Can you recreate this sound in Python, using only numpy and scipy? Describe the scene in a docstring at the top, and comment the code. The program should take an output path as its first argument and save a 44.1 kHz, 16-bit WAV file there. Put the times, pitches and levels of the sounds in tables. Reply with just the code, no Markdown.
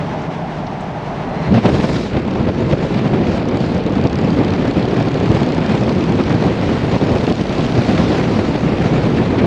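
"""First comes the boom of tyres, heard from the cab of a moving pickup through the opening window.
About 1.5 s in, the microphone is pushed out into the slipstream with a thump: eddies buffet it,
and air hisses and spits past its grille. A two-cylinder motorcycle runs alongside,
and the cracks of its uneven exhaust beat cut through the wind."""
import sys
import numpy as np
from scipy import signal
from scipy.fft import rfft, irfft, next_fast_len
from scipy.io import wavfile
from scipy.ndimage import uniform_filter1d, map_coordinates

SR = 44100
rng = np.random.default_rng(int(sys.argv[2]) if len(sys.argv) > 2 else 0)


def materialize(psi):
    """Save the field psi as 16-bit PCM at rate SR to the path in sys.argv[1].

    A 1-D psi becomes a single channel; in a 2-D psi each row is a channel.
    """
    bounded = np.clip(np.atleast_2d(psi).T, -1, 1)
    quanta = np.round(bounded * 32767).astype(np.int16)
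    wavfile.write(sys.argv[1], SR, quanta)


N = 417186

# Wind on the microphone. Each row: time in seconds, then buffeting, hiss and sizzle levels in dB.
WIND_LEVELS = [(1.47, -10, -25, -50), (1.505, -14, -39, -45), (1.54, -10, -36, -43),
               (1.59, -8.5, -28.5, -39), (1.7, -13.5, -31.5, -38.5), (1.81, -16.5, -31, -33.5),
               (1.95, -19.5, -33, -34.5), (2.06, -20.5, -34.5, -37), (2.12, -17.5, -31, -43),
               (2.25, -21, -36, -47), (2.5, -14, -33.5, -45.5), (2.9, -18, -32.5, -40),
               (3.2, -13.5, -32.5, -45), (3.37, -15, -31.5, -39), (3.45, -17.5, -34.5, -49.5),
               (3.65, -17.5, -33, -39.5), (3.8, -17.5, -34, -48), (4.25, -14, -32.5, -43),
               (4.7, -16.5, -31.5, -42), (5.4, -16, -30.5, -40.5), (6.1, -15.5, -31, -40),
               (6.75, -16, -30.5, -39.5), (7.1, -13, -30.5, -38), (7.47, -20, -32, -39),
               (8.05, -14, -28.5, -35), (8.4, -16.5, -31.5, -38), (9, -14.5, -29.5, -40),
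               (9.3, -16.5, -31.5, -41.5), (9.46, -12, -30.5, -45)]
# Eddies build and break off. Each row: peak time in seconds, buffeting lift in dB, hiss lift in dB.
GUST_LIFTS = [(1.52, 0, 0), (1.556, -5, 8.5), (1.59, 3, 5), (1.662, 1, 6.5), (1.695, 2.5, 6.5),
              (1.76, 1.5, 2), (1.8, 10, -1), (1.85, 4.5, 6), (1.91, 5, -1), (2.175, 7, -0.5), (2.49, 3, 4),
              (2.74, 12.5, -4), (2.85, 5, 2.5), (3.0, -3, 3.5), (3.07, 2, 5.5), (3.15, 3, 2),
              (4.059, 8.5, 4.5), (4.43, 2.5, 1), (4.85, 6, 1), (4.99, 5, -1), (5.08, 3.5, 0),
              (5.32, 7, 0.5), (5.38, -3, -2), (6.21, 5, 3), (6.31, 2, 2.5), (6.64, 1.5, 2.5),
              (6.95, 3, 2.5), (7.22, -1, 1), (7.275, -8, -2), (7.31, 7.5, -1), (7.41, 5, 0), (7.6, 8.5, 1),
              (7.789, 5, -0.5), (8.0, 3.5, 0), (8.556, 3, 5.5), (9.39, 2, 0.5)]
# The flow leaves the grille. Each row: time in seconds, depth in dB of which each band takes a share.
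FLOW_LULLS = [(1.62, 16), (1.82, 6.5), (1.87, 7.5), (2.11, 10), (2.53, 9), (2.765, 10), (2.89, 8),
              (3.1, 5.5), (4.095, 9), (4.88, 7.5), (5.105, 2), (6.24, 3), (6.8, 7.5), (6.99, 12), (7.2, 9),
              (7.345, 6.5), (7.44, 5.5), (7.86, 3.5), (8.61, 5.5)]
# Hard eddies on the diaphragm. Each row: start in seconds, strength in dB.
HARD_EDDIES = [(1.511, -13.5), (1.541, -3.5), (1.652, -3), (1.838, -3.5), (1.889, -3.5), (2.057, -10),
               (2.248, -10.5), (2.17, -6), (2.354, -5.5), (2.729, -1), (2.904, -10.5), (2.991, -10),
               (4.048, -4), (4.187, -6.5), (4.41, -4.5), (4.676, -11), (5.366, 1), (5.414, -5),
               (5.579, -3.5), (6.421, -6), (6.772, -5), (6.912, -7), (6.96, -4.5), (7.011, -7.5),
               (7.155, -5.5), (7.274, -2.5), (7.312, -3.5), (8.388, -4), (8.89, -6)]
# Rasps at the grille. Each row: start in seconds, level in dB, length in seconds.
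AIR_SPITS = [(1.523, -31, .006), (1.54, -26, 0.0047), (1.556, -32, 0.035), (1.654, -25.5, .012),
             (1.668, -26, 0.0056), (1.718, -30, 0.0045), (1.736, -31, 0.0065), (1.799, -24.5, .006),
             (1.807, -28.5, 0.0091), (1.954, -27, 0.018), (2.166, -29, 0.011), (2.349, -34.5, 0.0068),
             (2.709, -27.5, .008), (2.721, -29.5, 0.014), (2.937, -31.5, 0.014), (2.985, -33, .012),
             (3.075, -29.5, .008), (3.266, -26.5, .008), (4.433, -31.5, .008), (4.48, -27.5, 0.0095),
             (5.359, -31, .01), (6.422, -29, 0.0074), (6.913, -25.5, .008), (7.267, -25, .006),
             (7.298, -31, 0.0071), (7.414, -30.5, 0.0055), (7.647, -24, .006), (7.975, -24, .008),
             (8.238, -29, .01), (9.16, -32, 0.024), (9.382, -27, .025)]
# The exhaust alongside. Each row: time in seconds, crack strength in dB, snap strength in dB.
EXHAUST_LEVELS = [(1.9, -25, -43), (2.3, -14, -30), (3.2, -23.5, -34), (3.5, -16, -29), (3.8, -11.5, -24),
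                  (4.15, -9, -25.5), (4.5, -9, -28), (5.2, -7, -23), (6, -6, -28.5), (6.6, -13.5, -33),
                  (7.3, -2, -33), (7.8, -3.5, -35), (8.2, -13, -37.5), (8.6, -34, -48)]
# Firings that snap harder. Each row: time in seconds, extra snap in dB.
HARD_FIRINGS = [(3.487, 15.5), (3.572, 7), (3.782, 2), (3.866, 6), (4.04, 6), (4.098, 4), (4.157, 9),
                (4.187, 5), (4.507, 7), (7.155, 11), (7.668, 8), (7.697, 14)]
# Inside the cab. Each row: time in seconds, then boom, tyre roar and window hiss levels in dB.
CAB_LEVELS = [(0, -23.5, -25.5, -34), (.45, -25, -26.5, -37.5), (.85, -26.5, -28, -38.5),
              (1.2, -24, -26, -37), (1.46, -22, -24, -35)]
# Small ticks of the cab's trim. Each row: start in seconds, level in dB, pitch in Hz.
TRIM_TICKS = [(.217, -38, 5800), (.665, -29, 4000), (.806, -44, 7000)]

# Tone colours at the microphone. Each row: frequency in Hz, relative level in dB.
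BUFFET_SPECTRUM = [(41, -41.5), (70, -5.5), (118, 2), (221, 0.5), (373, -4), (501, -11.5), (600, -24.5),
                   (780, -22), (1320, -120)]  # large eddies
RUSH_SPECTRUM = [(290, -16.5), (500, -2.5), (1030, -12.5), (1400, -23), (1820, -51.5), (3080, -120)]  # small eddies and tyres
HISS_SPECTRUM = [(760, -7.5), (1300, 0.5), (2440, -2.5), (4500, -14.5), (5850, -33), (9900, -120)]  # air past the grille
SIZZLE_SPECTRUM = [(2600, -6.5), (4000, -2.5), (5000, -4.5), (7100, -14.5), (8700, -24), (11300, -36),
                   (13000, -43.5), (15000, -62.5), (17000, -120)]  # the top of the wind
SLAP_SPECTRUM = [(200, -38.5), (400, 6), (700, 4), (1300, -12.5), (2500, -16), (5000, -32), (9000, -51),
                 (15000, -100)]  # a hard eddy's puff
SPIT_SPECTRUM = [(600, -30), (1300, -2), (2500, 0), (4000, -6), (6000, -19), (9000, -40), (12500, -62),
                 (15000, -90)]  # rasping air
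CRACK_SPECTRUM = [(1000, -39.5), (2200, -4.5), (3200, 3.5), (4800, -6.5), (6500, -15.5), (8000, -21.5),
                  (10000, -44.5), (12500, -54), (15000, -80)]  # an exhaust pulse
SNAP_SPECTRUM = [(2500, -26.5), (4000, -2), (5500, 1), (7500, -9.5), (10000, -27), (13000, -34.5),
                 (15000, -49.5)]  # its bright edge
BOOM_SPECTRUM = [(12, -55), (25, -20), (60, -15.5), (100, -13.5), (135, -6.5), (165, -4.5), (200, -7),
                 (300, -11), (450, -21), (600, -49), (900, -120)]  # cab air and body
ROAR_SPECTRUM = [(240, -35), (400, -7.5), (548, -14), (596, -4.5), (680, -7), (830, -7), (950, -11.5),
                 (1500, -23.5), (1950, -51), (3300, -120)]  # tyres from inside
GAP_SPECTRUM = [(760, -19), (1300, -1), (1620, 2.5), (2200, 0), (4000, -10), (6000, -18), (8700, -33),
                (11300, -42.5), (13000, -55), (15000, -72), (17000, -120)]  # air at the window gap
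CHASSIS_SPECTRUM = [(12, -36), (20, -14.5), (40, -2.5), (60, 5), (85, -3.5), (140, -62.5), (300, -140)]  # chassis rumble
ROAD_SPECTRUM = [(53, -30.5), (90, -11.5), (150, 1.5), (226, -2.5), (376, 1), (1070, -22.5), (4000, -34.5),
                 (5200, -62.5), (8800, -120)]  # tyres and traffic from outside
SWISH_SPECTRUM = [(1500, -30), (1850, -2), (2100, -1), (2500, -22), (3700, -28), (4150, -6),
                  (4600, -35), (7000, -100)]  # air near the sill
WHISTLE_SPECTRUM = [(2600, -30), (3300, -3), (4000, 0), (4900, -20), (7000, -80)]  # a breathy tone

SILL_S = 1.49  # the microphone crosses the window sill


def wind():
    """Out in the slipstream, eddies on the grille shake four bands together, over a bed of road noise."""
    buffet_db, hiss_db, sizzle_db = curves(WIND_LEVELS)
    rush_db = -1.5 + .53 * buffet_db + .47 * hiss_db
    low_lift, high_lift = (bumps([(s, lifts[k]) for s, *lifts in GUST_LIFTS], .013, .0052)
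                           for k in range(2))
    lull = bumps(FLOW_LULLS, before_s=.024, after_s=.017)
    buffet_db += low_lift - .85 * lull
    rush_db += .74 * (low_lift + high_lift) - .6 * lull
    hiss_db += high_lift - .36 * lull
    sizzle_db += .5 * high_lift - .23 * lull
    heave, slow, quick, flutter = wobble(11), wobble(28), wobble(60), wobble(150)
    sound = road(swell_db=.8 * slow)
    swell_db = .1 * heave + slow + 1.6 * quick + .7 * flutter
    sound += amp(buffet_db) * noise(BUFFET_SPECTRUM, swell_db)
    swell_db = .3 * heave + 1.2 * slow + .3 * quick + 1.1 * flutter
    sound += amp(rush_db) * noise(RUSH_SPECTRUM, swell_db, patchy_db=.6)
    swell_db = .19 * heave + .75 * slow + .41 * quick + 1.34 * flutter
    sound += amp(hiss_db) * noise(HISS_SPECTRUM, swell_db, patchy_db=.9)
    swell_db = .41 * wobble(8) + .6 * slow + .54 * quick + flutter
    sound += amp(sizzle_db) * noise(SIZZLE_SPECTRUM, swell_db, patchy_db=1.85)
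    return sound * np.sqrt(outside())


def slaps():
    """A hard eddy hits the microphone: a puff and a swing or two of the diaphragm. Weak ones are random."""
    puffs, thuds, t = np.zeros(N + SR), np.zeros(N + SR), np.arange(900) / SR
    when, strength = rng.random((380, 2)).T
    weak_eddies = np.c_[SILL_S + (N / SR - SILL_S) * when, -15 - 2.5 * np.log(strength + .05)]
    swing = (t / .004) ** 2 * np.exp(2 - 2 * t / .004)  # peaks after 4 ms
    for s, db in np.r_[HARD_EDDIES, weak_eddies]:
        add(puffs, s, amp(db - 1) * swing * rng.standard_normal(len(t)))
        detune, phase = rng.standard_normal(2)
        hz = 220 * np.exp(.284 * detune)
        add(thuds, s, amp(db - 3) * swing * np.sin(2 * np.pi * (hz * t + phase)))
    thuds = filtered(thuds[:N], lambda hz: hz ** 2 / (110 ** 2 + hz ** 2))  # bass cut
    return coloured(puffs[:N], SLAP_SPECTRUM) + thuds


def spits():
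    """Short rasps of air right at the grille start sharply and break off."""
    level = np.zeros(N + SR)
    for s, db, length_s in AIR_SPITS:
        progress = np.arange(round(length_s * SR)) / (length_s * SR)
        add(level, s, amp(db) * np.sqrt(np.sin(np.pi * progress ** .86)))
    return level[:N] * noise(SPIT_SPECTRUM, 1.5 * wobble(300))


def firing_times():
    """Two cylinders fire unevenly, once a cycle each, as the engine slowly gains speed."""
    anchor_s, cycle_hz, gain_hz_per_s = 2.2527, 16.9205, .12694  # a firing, and the cycle rate there
    second_lag = .45  # share of a cycle
    s = np.arange(EXHAUST_LEVELS[0][0], EXHAUST_LEVELS[-1][0], .01)
    cycles_run = cycle_hz * (s - anchor_s) + gain_hz_per_s / 2 * (s - anchor_s) ** 2
    cycles = np.arange(-5, 109)
    return np.interp(np.r_[cycles, cycles + second_lag], cycles_run, s)


def motorcycle():
    """Alongside, each firing gives a crack, a bright snap, a ping of the pipe's tip and a low thump."""
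    tip_hz, upper_hz, thump_hz = 4580, 6900, 210
    cracks, snaps, thumps = np.zeros((3, N))
    t = np.arange(1500) / SR
    crack_shape = strike(t, rise_s=.001, decay_s=.008, power=2)
    snap_shape = strike(t, rise_s=.00033, decay_s=.0066)
    thump = -np.sin(2 * np.pi * thump_hz * t) * strike(t, rise_s=.0023, decay_s=.029)
    times, crack_levels, snap_levels = np.transpose(EXHAUST_LEVELS)
    for s in firing_times():
        crack_db, snap_db = np.interp(s, times, crack_levels), np.interp(s, times, snap_levels)
        snap_db += sum(db for at, db in HARD_FIRINGS if abs(s - at) < .01)
        size, detune, ring, upper_ring = rng.standard_normal(4)
        ping = amp(-13 + 2.5 * ring) * np.sin(2 * np.pi * tip_hz * np.exp(.07 * detune) * t)
        ping += amp(-17 + 3.2 * upper_ring) * np.sin(2 * np.pi * upper_hz * np.exp(.07 * ring) * t)
        crack = crack_shape * (rng.standard_normal(len(t)) + ping)
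        snap = snap_shape * (rng.standard_normal(len(t)) + amp(7.5) * ping)
        add(cracks, s - .0012, amp(crack_db + 1.9 * size) * crack)
        add(snaps, s - .0012, amp(snap_db + 2.2 * size) * snap)
        add(thumps, s, amp(crack_db - 3.5) * thump)
    return coloured(cracks, CRACK_SPECTRUM) + coloured(snaps, SNAP_SPECTRUM) + thumps


def sill():
    """At the sill a swish grows, the first blast thumps with rising pitch, and a breathy tone follows."""
    start_s, length_s = 1.484, .118  # of the blast
    t = np.arange(N) / SR
    approach = np.exp(np.minimum(t - SILL_S, 0) / .12) * (1 - outside())
    swish = amp(-34.5) * approach * noise(SWISH_SPECTRUM)
    age = np.clip(t - start_s, 0, length_s)
    shape = np.sqrt(np.abs(np.sin(np.pi * (age / length_s) ** .94))) * (age < length_s)
    thump, deep_push = (-9.5, 99.7, 245, .03), (-12.5, 40.3, 124.2, .045)
    blast = 0
    for db, from_hz, toward_hz, glide_s in (thump, deep_push):
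        hz = toward_hz - (toward_hz - from_hz) * np.exp(-age / glide_s)
        hz *= 1 + .071 * wobble(60)
        blast += amp(db + 2.9 * wobble(50)) * sine(hz * (age > 0))
    whistle = amp(-43) * bumps([(2.05, 1)], before_s=.06, after_s=.025) * noise(WHISTLE_SPECTRUM)
    return swish + shape * blast + whistle


def cab():
    """From inside: road noise in the cab's resonances, window hiss, engine drone and ticking trim."""
    boom_db, roar_db, hiss_db = curves(CAB_LEVELS)
    drone = amp(-31 + 1.5 * wobble(4.1)) * sine(hz=156 + 1.2 * wobble(14.9))
    sound = drone + amp(boom_db) * noise(BOOM_SPECTRUM) + amp(roar_db) * noise(ROAR_SPECTRUM)
    sound += amp(hiss_db) * noise(GAP_SPECTRUM, 1.26 * wobble(30.85))
    t = np.arange(2000) / SR
    tick_shape = strike(t, rise_s=.0011, decay_s=.049, power=2)
    for s, db, hz in TRIM_TICKS:
        rasp = unit(signal.fftconvolve(rng.standard_normal(len(t)), np.hanning(30), "same"))
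        add(sound, s, amp(db) * tick_shape * rasp * np.sin(2 * np.pi * hz * t))
    return sound * np.sqrt(1 - outside())


def road(swell_db):
    """Behind the wind, the chassis rumbles under steady tyres and traffic."""
    return amp(-35) * noise(CHASSIS_SPECTRUM, swell_db) + amp(-30) * noise(ROAD_SPECTRUM)


def outside():
    """Microphone position: 0 in the cab, 1 in the slipstream, crossing in 30 ms."""
    return np.clip((np.arange(N) / SR - SILL_S) / .03 + .5, 0, 1)


def amp(db):
    """dB to gain."""
    return 10 ** (np.asarray(db) / 20)


def unit(x):
    """Scaled to rms 1."""
    return x / np.sqrt(np.mean(x ** 2) + 1e-20)


def add(track, start_s, sound):
    """Mix a sound into the track."""
    track[round(start_s * SR):][:len(sound)] += sound


def sine(hz):
    """A tone of moving pitch."""
    return np.sin(2 * np.pi * np.cumsum(hz) / SR)


def strike(t, rise_s, decay_s, power=1):
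    """A quick rise times a fall of 60 dB per decay_s."""
    return (1 - np.exp(-t / rise_s)) ** power * amp(-60 * t / decay_s)


def curves(rows):
    """One value per sample for each column after the time."""
    times, *columns = np.transpose(rows)
    return [np.interp(np.arange(N) / SR, times, column) for column in columns]


def bumps(rows, before_s, after_s):
    """Sum of lopsided bell shapes. Each row: time in seconds, height."""
    t = np.arange(0, N, 32) / SR
    total = sum(height * np.exp(-.5 * ((t - s) / np.where(t < s, before_s, after_s)) ** 2)
                for s, height in rows)
    return np.interp(np.arange(N) / SR, t, total)


def wobble(rate):
    """A smooth random curve, rate knots a second."""
    return map_coordinates(rng.standard_normal(int(N * 400 / SR)), [np.arange(N) * rate / SR])


def filtered(x, response):
    """x through a gain that depends on frequency."""
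    size = next_fast_len(N + 8192)
    return irfft(rfft(x, size) * response(np.fft.rfftfreq(size, 1 / SR)), size)[..., :N]


def coloured(x, spectrum):
    """x through (Hz, dB) points on a log axis."""
    points_hz, db = np.transpose(spectrum)
    return filtered(x, lambda hz: amp(np.interp(np.log(hz + 1), np.log(points_hz), db)))


def noise(spectrum, swell_db=0, patchy_db=0):
    """Noise of rms 1, swelling in time and with patches of random gain."""
    white = rng.standard_normal(N)
    if patchy_db:
        frames = signal.stft(white, nperseg=256)[2]
        patches = uniform_filter1d(uniform_filter1d(rng.standard_normal(frames.shape), 5, 0), 12, 1)
        white = signal.istft(frames * amp(patchy_db * unit(patches)), nperseg=256)[1][:N]
    return unit(coloured(white * amp(swell_db), spectrum))


def scene():
    """One microphone: in the cab, then out in the wind beside the motorcycle."""
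    return (cab() + wind() + slaps() + spits() + motorcycle() + sill())[None]


def record(dry):
    """The microphone softly clips the strongest blasts and passes nothing above its band limit."""
    ceiling, top_hz = .93, 15100
    clipped = dry / (1 + np.abs(dry / ceiling) ** 8) ** (1 / 8)
    return filtered(clipped, lambda hz: hz < top_hz)


dry = scene()
out = record(dry)
materialize(out)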